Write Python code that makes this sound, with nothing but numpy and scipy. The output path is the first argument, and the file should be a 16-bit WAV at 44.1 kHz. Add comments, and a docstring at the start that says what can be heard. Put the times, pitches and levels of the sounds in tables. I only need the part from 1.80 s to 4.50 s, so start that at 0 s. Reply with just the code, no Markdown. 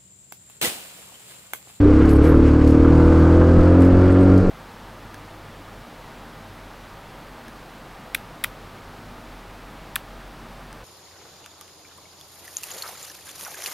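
"""Motorcycle on a busy street

A single-cylinder motorcycle, heard from the seat: the revs climb, flare once, and the throttle shuts.
Each firing booms through the pipe and airbox and sets the engine clattering; the crank shakes at twice
the firing rate and the gears whine. Around it are wind, traffic, a pickup passing the other way,
road scuffs, faint brake squeaks, plastic clicks and knocks of the bodywork over bumps."""
import sys
import numpy as np
from scipy.fft import rfft, irfft, next_fast_len
from scipy.io import wavfile
from scipy.ndimage import uniform_filter1d, minimum_filter1d, map_coordinates

SR = 44100
rng = np.random.default_rng(int(sys.argv[2]) if len(sys.argv) > 2 else 0)


def to_wav(sig):
    """Store sig (one row per channel, or 1-D mono) as 16-bit WAV at the path in sys.argv[1].

    Samples outside -1..1 are clipped; the rate is SR.
    """
    pcm = np.clip(np.atleast_2d(sig), -1, 1) * 32767
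    pcm = np.round(pcm).astype(np.int16)
    wavfile.write(sys.argv[1], SR, pcm.T)  # frames by channels


N = 119070  # 2.7 s


def amp(db):
    """Turn decibels into a gain to multiply by."""
    return 10 ** (np.asarray(db) / 20)


def unit(x):
    """Scale a signal to an average (rms) size of 1."""
    return x / np.sqrt(np.mean(x ** 2) + 1e-20)


def along(points, hz):
    """Read between (f/Hz, value) points on a log frequency axis."""
    f, v = np.transpose(points)
    return np.interp(np.log(hz + 1), np.log(f + 1), v)


def clock():
    """The time of each sample in seconds."""
    return np.arange(N) / SR


def curve(rows):
    """Join (t/s, value) points with straight lines."""
    return np.interp(clock(), *np.transpose(rows))


def wobble(rate):
    """A smooth curve through `rate` random values a second."""
    return map_coordinates(rng.standard_normal(4096), [clock() * rate], mode="wrap")


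def filtered(x, response):
    """Scale each frequency in x by the gain response(hz)."""
    size = next_fast_len(N + SR // 2)
    return irfft(rfft(x, size) * response(np.fft.rfftfreq(size, 1 / SR)), size)[..., :N]


# Stereo width, as side level against mid level: f/Hz, level/dB
STEREO_WIDTH = [(60, -65.5), (300, -28), (500, -38), (700, -17.5), (1400, -35), (2800, -30), (5000, -20),
                (10000, -14.5), (14000, -1.5)]

def noise(spectrum):
    """Stereo noise of rms 1, wider in the treble; the spectrum sets only its tone colour."""
    mid, side = filtered(rng.standard_normal((2, N)), lambda hz: amp(along(spectrum, hz)))
    side = filtered(side, lambda hz: amp(along(STEREO_WIDTH, hz)))
    return unit(np.array([mid + side, mid - side]))


# Tone colour of the street: f/Hz, level/dB
TRAFFIC_COLOUR = [(100, -9), (500, 1.5), (800, 1), (1400, -23), (2000, -12), (3400, -21.5), (4600, -21.5),
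                  (8000, -30.5), (12000, -43.5), (15500, -58)]

def traffic(level_db=-38.5):
    """Traffic blends into a nearly steady wash."""
    return amp(level_db + .7 * wobble(6)) * noise(TRAFFIC_COLOUR)


# Tone colour of the wind: f/Hz, level/dB
WIND_COLOUR = [(3, -51), (15, -4), (24, -0.5), (45, -4.5), (75, -10.5), (120, -14.5), (200, -12),
               (400, -36.5), (1000, -80), (3000, -120)]

def wind(level_db=-23, gust_db=3):
    """The headwind rumbles in uneven gusts."""
    return amp(level_db) * unit(amp(gust_db * wobble(14)) * noise(WIND_COLOUR))


# Tone colour of the pickup's tyres: f/Hz, level/dB
TYRE_COLOUR = [(200, 6), (900, -4.5), (1500, -13), (2200, -22), (4000, -21.5), (7000, -24.5),
               (12000, -38.5), (15500, -47)]

def pickup(nearest_s=1.39, half_width_s=.47, peak_db=-35):
    """Tyre noise swells and fades as a pickup passes."""
    swell = 1 / (1 + ((clock() - nearest_s) / half_width_s) ** 2)
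    return amp(peak_db) * swell * noise(TYRE_COLOUR)


# Rough patches of road: t/s, half length/s, level/dB
ROUGH_PATCHES = [(0.136, 0.057, -44), (0.229, .03, -44), (0.3, 0.023, -39), (0.453, .035, -38.5),
                 (0.673, .04, -40.5), (0.743, 0.02, -46)]
# Tone colour of a scuff: f/Hz, level/dB
SCUFF_COLOUR = [(800, -17), (1500, 7), (2600, 5), (3600, -5.5), (5000, -9), (8000, -13), (14000, -32)]

def scuffs():
    """The tyres scuff briefly over rough road."""
    level = sum(amp(db) * np.exp(-((clock() - s) / half) ** 2) for s, half, db in ROUGH_PATCHES)
    return level * noise(SCUFF_COLOUR)


# Brake squeaks: t/s, length/s, then level/dB of the low, middle and high tone
BRAKE_SQUEAKS = [(.266, .024, -57, -72, -68), (0.296, .03, -51, -63, -50), (.327, 0.012, -57, -66, -44),
                 (.345, .035, -58, -60, -60), (0.424, .045, -53, -70, -58), (0.462, .06, -59, -70, -53),
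                 (.52, .07, -67, -72, -60), (1.245, 0.035, -67, -75, -64), (1.383, 0.027, -59, -72, -74),
                 (2.31, 0.032, -58, -67, -67), (2.392, 0.06, -57, -71, -71)]

def brake(tones_hz=(8480, 9780, 11300), rub_db=(-75, -80, -73), waver_hz=84):
    """A lightly rubbing brake disc sings in three high, unsteady tones."""
    out = np.zeros(N)
    for tone, hz in enumerate(tones_hz):
        level = amp(rub_db[tone])
        for start, length, *levels_db in BRAKE_SQUEAKS:
            progress = np.clip((clock() - start) / length, 0, 1)
            level += amp(levels_db[tone]) * np.sqrt(np.abs(np.sin(np.pi * progress)))
        pitch = hz + waver_hz * (wobble(500) + .27 * wobble(25))
        flicker = amp(1.8 * wobble(120) + 2.7 * wobble(17))
        out += level * flicker * np.sin(2 * np.pi * np.cumsum(pitch) / SR)
    return out


# Plastic clicks: t/s, relative level/dB
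PLASTIC_CLICKS = [(0.2568, -35), (0.2935, -32), (0.8616, -42), (0.8766, -31), (0.9066, -36), (2.0066, -37),
                  (2.0205, -33.5), (2.0496, -35), (2.5778, -32)]
# Tone colour of a click: f/Hz, level/dB
CLICK_COLOUR = [(1500, -20), (4500, 3), (7000, 0), (11000, -3), (15500, -14)]

def clicks(gain_db=-6, tick_s=.008, rattle_s=.19, rattle_db=-12):
    """Loose plastic ticks and rattles; each part fades by 60 dB in its given time."""
    level = np.zeros(N)
    for start, db in PLASTIC_CLICKS:
        age = np.maximum(clock() - start, 0)
        tick = amp(-60 * age / tick_s)
        rattle = amp(rattle_db - 60 * age / rattle_s)
        level += (age > 0) * amp(db + gain_db) * (tick + rattle)
    return level * noise(CLICK_COLOUR)


# Bumps in the road: t/s, relative level/dB
BUMPS = [(0.245, -27), (0.491, -24.5), (.518, -25), (0.735, -25), (1.046, -22), (1.61, -21.5), (2.491, -27)]
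# Tone colour of a knock: f/Hz, level/dB
KNOCK_COLOUR = [(300, -29), (700, -10), (1200, 3), (1550, -1), (2000, -20.5), (4000, -33.5), (12000, -82.5)]

def knocks(rise_s=.0032, fade_s=.093):
    """The bodywork knocks as the wheels meet bumps."""
    level = np.zeros(N)
    for start, db in BUMPS:
        age = np.maximum(clock() - start, 0)
        level += (1 - np.exp(-age / rise_s)) * amp(db - 60 * age / fade_s)
    return level * noise(KNOCK_COLOUR)


def pulse(cycles, at, depth_db):
    """A swell at the fraction `at` of every cycle; a negative depth makes a dip."""
    return unit(amp(depth_db * np.cos(2 * np.pi * (cycles - at))))


# Tone colour of the valve hiss: f/Hz, level/dB
HISS_COLOUR = [(1000, -6), (2200, 9.5), (3500, -3.5), (4600, 4), (6000, -6), (8000, -6.5), (11000, -17),
               (15000, -34)]

def valve_hiss(cycles, level_db=-51):
    """The valve gear hisses, swelling once per engine cycle."""
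    return amp(level_db + 1.9 * wobble(18)) * pulse(cycles, at=.043, depth_db=4) * noise(HISS_COLOUR)


# Tones of the whine: multiple of the firing rate, level/dB
WHINE_TONES = [(17, -48.5), (18, -46), (20, -48.5), (22, -48), (24, -46), (26, -48), (28, -46.5),
               (30, -42.5), (32, -57), (33, -58.5), (34, -52), (37, -54), (38, -52.5)]
# Boost to all those tones: t/s, level/dB
WHINE_BOOST = [(0, -10), (.95, 2), (1.2, 8.5), (1.7, 3), (2.1, 2), (2.7, 1)]

def whine(cycles):
    """Gears and cam chain sing thin, unsteady tones that follow the revs."""
    tones = np.zeros(N)
    for multiple, db in WHINE_TONES:
        level = amp(db + 2.2 * wobble(5.25))
        phase = 2 * np.pi * (multiple * cycles + rng.random()) + .35 * wobble(9.98)
        tones += level * np.cos(phase)
    return amp(curve(WHINE_BOOST)) * tones


# Loudness of the clatter: t/s, level/dB
CLATTER_LOUDNESS = [(0, -33.5), (.22, -30.5), (.38, -33), (.5, -30), (.6, -32.5), (1.0, -34), (1.1, -32),
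                    (1.5, -31.5), (1.62, -32), (1.72, -32), (2.3, -30.5), (2.7, -36.5)]
# Its tone colour: f/Hz, level/dB
CLATTER_COLOUR = [(100, -46.5), (300, -15), (600, -4), (900, -3.5), (1250, -2.5), (1550, -5), (1800, -12.5),
                  (2500, -19.5), (3500, -26.5), (8000, -59), (14000, -120)]

def clatter(cycles):
    """Piston and valves clatter, pulsing gently once and twice per cycle."""
    level = amp(curve(CLATTER_LOUDNESS) + .84 * wobble(45.96))
    beat = pulse(cycles, at=.88, depth_db=.5) * pulse(2 * cycles, at=.57, depth_db=.9)
    return level * beat * noise(CLATTER_COLOUR)


# Loudness of the chuffing: t/s, level/dB
CHUFF_LOUDNESS = [(0, -20.5), (.35, -27), (.5, -22), (.62, -25), (.75, -29.5), (1.05, -28.5), (1.6, -27),
                  (2.2, -25), (2.7, -25)]
# Its tone colour: f/Hz, level/dB
CHUFF_COLOUR = [(60, -40), (120, -20.5), (180, -13.5), (230, -11.5), (285, 2), (340, -1), (400, 3),
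                (480, 0.5), (560, -6), (660, -15.5), (1000, -53), (2000, -120)]

def chuff(cycles):
    """Swirling gas makes a puff of noise with each firing."""
    return amp(curve(CHUFF_LOUDNESS)) * pulse(cycles, at=.11, depth_db=-2) * noise(CHUFF_COLOUR)


# Loudness of the crank's shake: t/s, level/dB
SHAKE_LOUDNESS = [(0, -17), (.3, -13), (1.0, -13), (1.8, -10.5), (2.62, -13), (2.67, -31), (2.7, -11.5)]

def crank_shake(cycles):
    """The spinning crank shakes the bike, a deep hum at twice the firing rate."""
    return -amp(curve(SHAKE_LOUDNESS) + .85 * wobble(15.13)) * np.cos(2 * np.pi * 2 * cycles)


# Push of the throttle: t/s, level/dB
THROTTLE_PUSH = [(0, -1), (.28, 3.5), (.41, 2), (.48, -0.5), (.6, 3.5), (1.0, 2.5), (1.5, 0.5), (2.0, -1),
                 (2.58, -1.5), (2.61, -14.5), (2.7, -11.5)]
# How much of that push each frequency gets: f/Hz, share
PUSH_SHARE = [(100, .7), (180, 0.1), (280, 0.97), (350, 0.39), (450, 0.21), (700, 0.092)]
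# Resonances of pipe and airbox, the base level of a tone there: f/Hz, level/dB
PIPE_RESONANCES = [(35, -20.5), (110, -24.5), (140, -25), (180, -25), (210, -36), (240, -24), (275, -17.5),
                   (315, -15), (345, -22.5), (385, -27), (420, -33), (455, -27), (520, -28), (560, -34.5),
                   (640, -36), (750, -50.5)]
# What each tone adds: multiple of the firing rate, level/dB at cruise, growth/dB per Hz above cruise
FIRING_TONES = [(1, -5, -.7), (3, 0.5, -0.95), (4, 4, 0.9), (5, -1, 0.5), (6, 0.5, 0.78), (7, -0.5, -0.41),
                (8, 0.5, 0.56), (9, 1.5, -0.17), (10, -8, 1), (11, -4.5, 0.53), (12, 5.5, .5), (13, 0, 0.5),
                (14, -4.5, 0.04), (15, 0.5, 1), (16, 1, 2)]

def firings(cycles, rate, cruise_hz=40, resonance_hz=360.4, boom_hz=175, blend_hz=23):
    """One suction pulse per cycle; its tones slide through the pipe's resonances as the revs change."""
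    uneven_cycles = cycles + .0056 * wobble(29.72)
    push_db = curve(THROTTLE_PUSH) - .02 * wobble(40)
    out = np.zeros(N)
    for multiple, db, growth in FIRING_TONES:
        hz = multiple * rate
        level_db = along(PIPE_RESONANCES, hz) + db + growth * (rate - cruise_hz)
        level_db += push_db * along(PUSH_SHARE, hz) + 1.9 * wobble(6.93)
        # Tones above the main resonance arrive late; the low boom arrives early.
        lag_rad = 3.88 * (1 + np.tanh((hz - resonance_hz) / blend_hz)) / 2
        lead_rad = .9 * (1 - np.tanh((hz - boom_hz) / blend_hz)) / 2
        phase = multiple * (2 * np.pi * uneven_cycles + .14 * wobble(1.425))  # high tones smear more
        out -= amp(level_db) * np.cos(phase - lag_rad + lead_rad)
    return out


# Firings per second: t/s, f/Hz
FIRING_RATE = [(0.0, 31.98), (0.12, 33.77), (0.25, 35.54), (0.41, 35.32), (0.48, 40.73), (0.52, 38.53),
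               (0.58, 36.25), (0.68, 37.11), (0.86, 37.97), (1.0, 38.7), (1.18, 40.08), (1.4, 40.49),
               (1.6, 41.94), (1.78, 42.53), (1.96, 44.22), (2.2, 45.2), (2.38, 46.39), (2.7, 46.23)]

def engine(first_firing_s=.0156):
    """All the engine's sounds keep time with one count of its firing cycles."""
    rate = curve(FIRING_RATE)
    cycles = np.cumsum(rate) / SR - first_firing_s * rate[0]
    machinery = crank_shake(cycles) + chuff(cycles) + clatter(cycles) + valve_hiss(cycles)
    return machinery + firings(cycles, rate) + whine(cycles)


def scene():
    """Everything as it reaches the rider."""
    return engine() + pickup() + traffic() + scuffs() + wind() + brake() + clicks() + knocks()


def record(dry, ceiling=.92, fade_in_s=.004, top_hz=15800):
    """Hold the loudest peaks down, fade in quickly and cut the highest treble."""
    needed_gain = np.minimum(1, ceiling / (np.abs(dry).max(axis=0) + 1e-9))
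    held_gain = minimum_filter1d(needed_gain, size=800)
    smooth_gain = uniform_filter1d(uniform_filter1d(held_gain, size=400), size=400)
    fade_in = np.minimum(1, clock() / fade_in_s)
    return filtered(dry * smooth_gain * fade_in, lambda hz: hz < top_hz)


dry = scene()
out = record(dry)
to_wav(out)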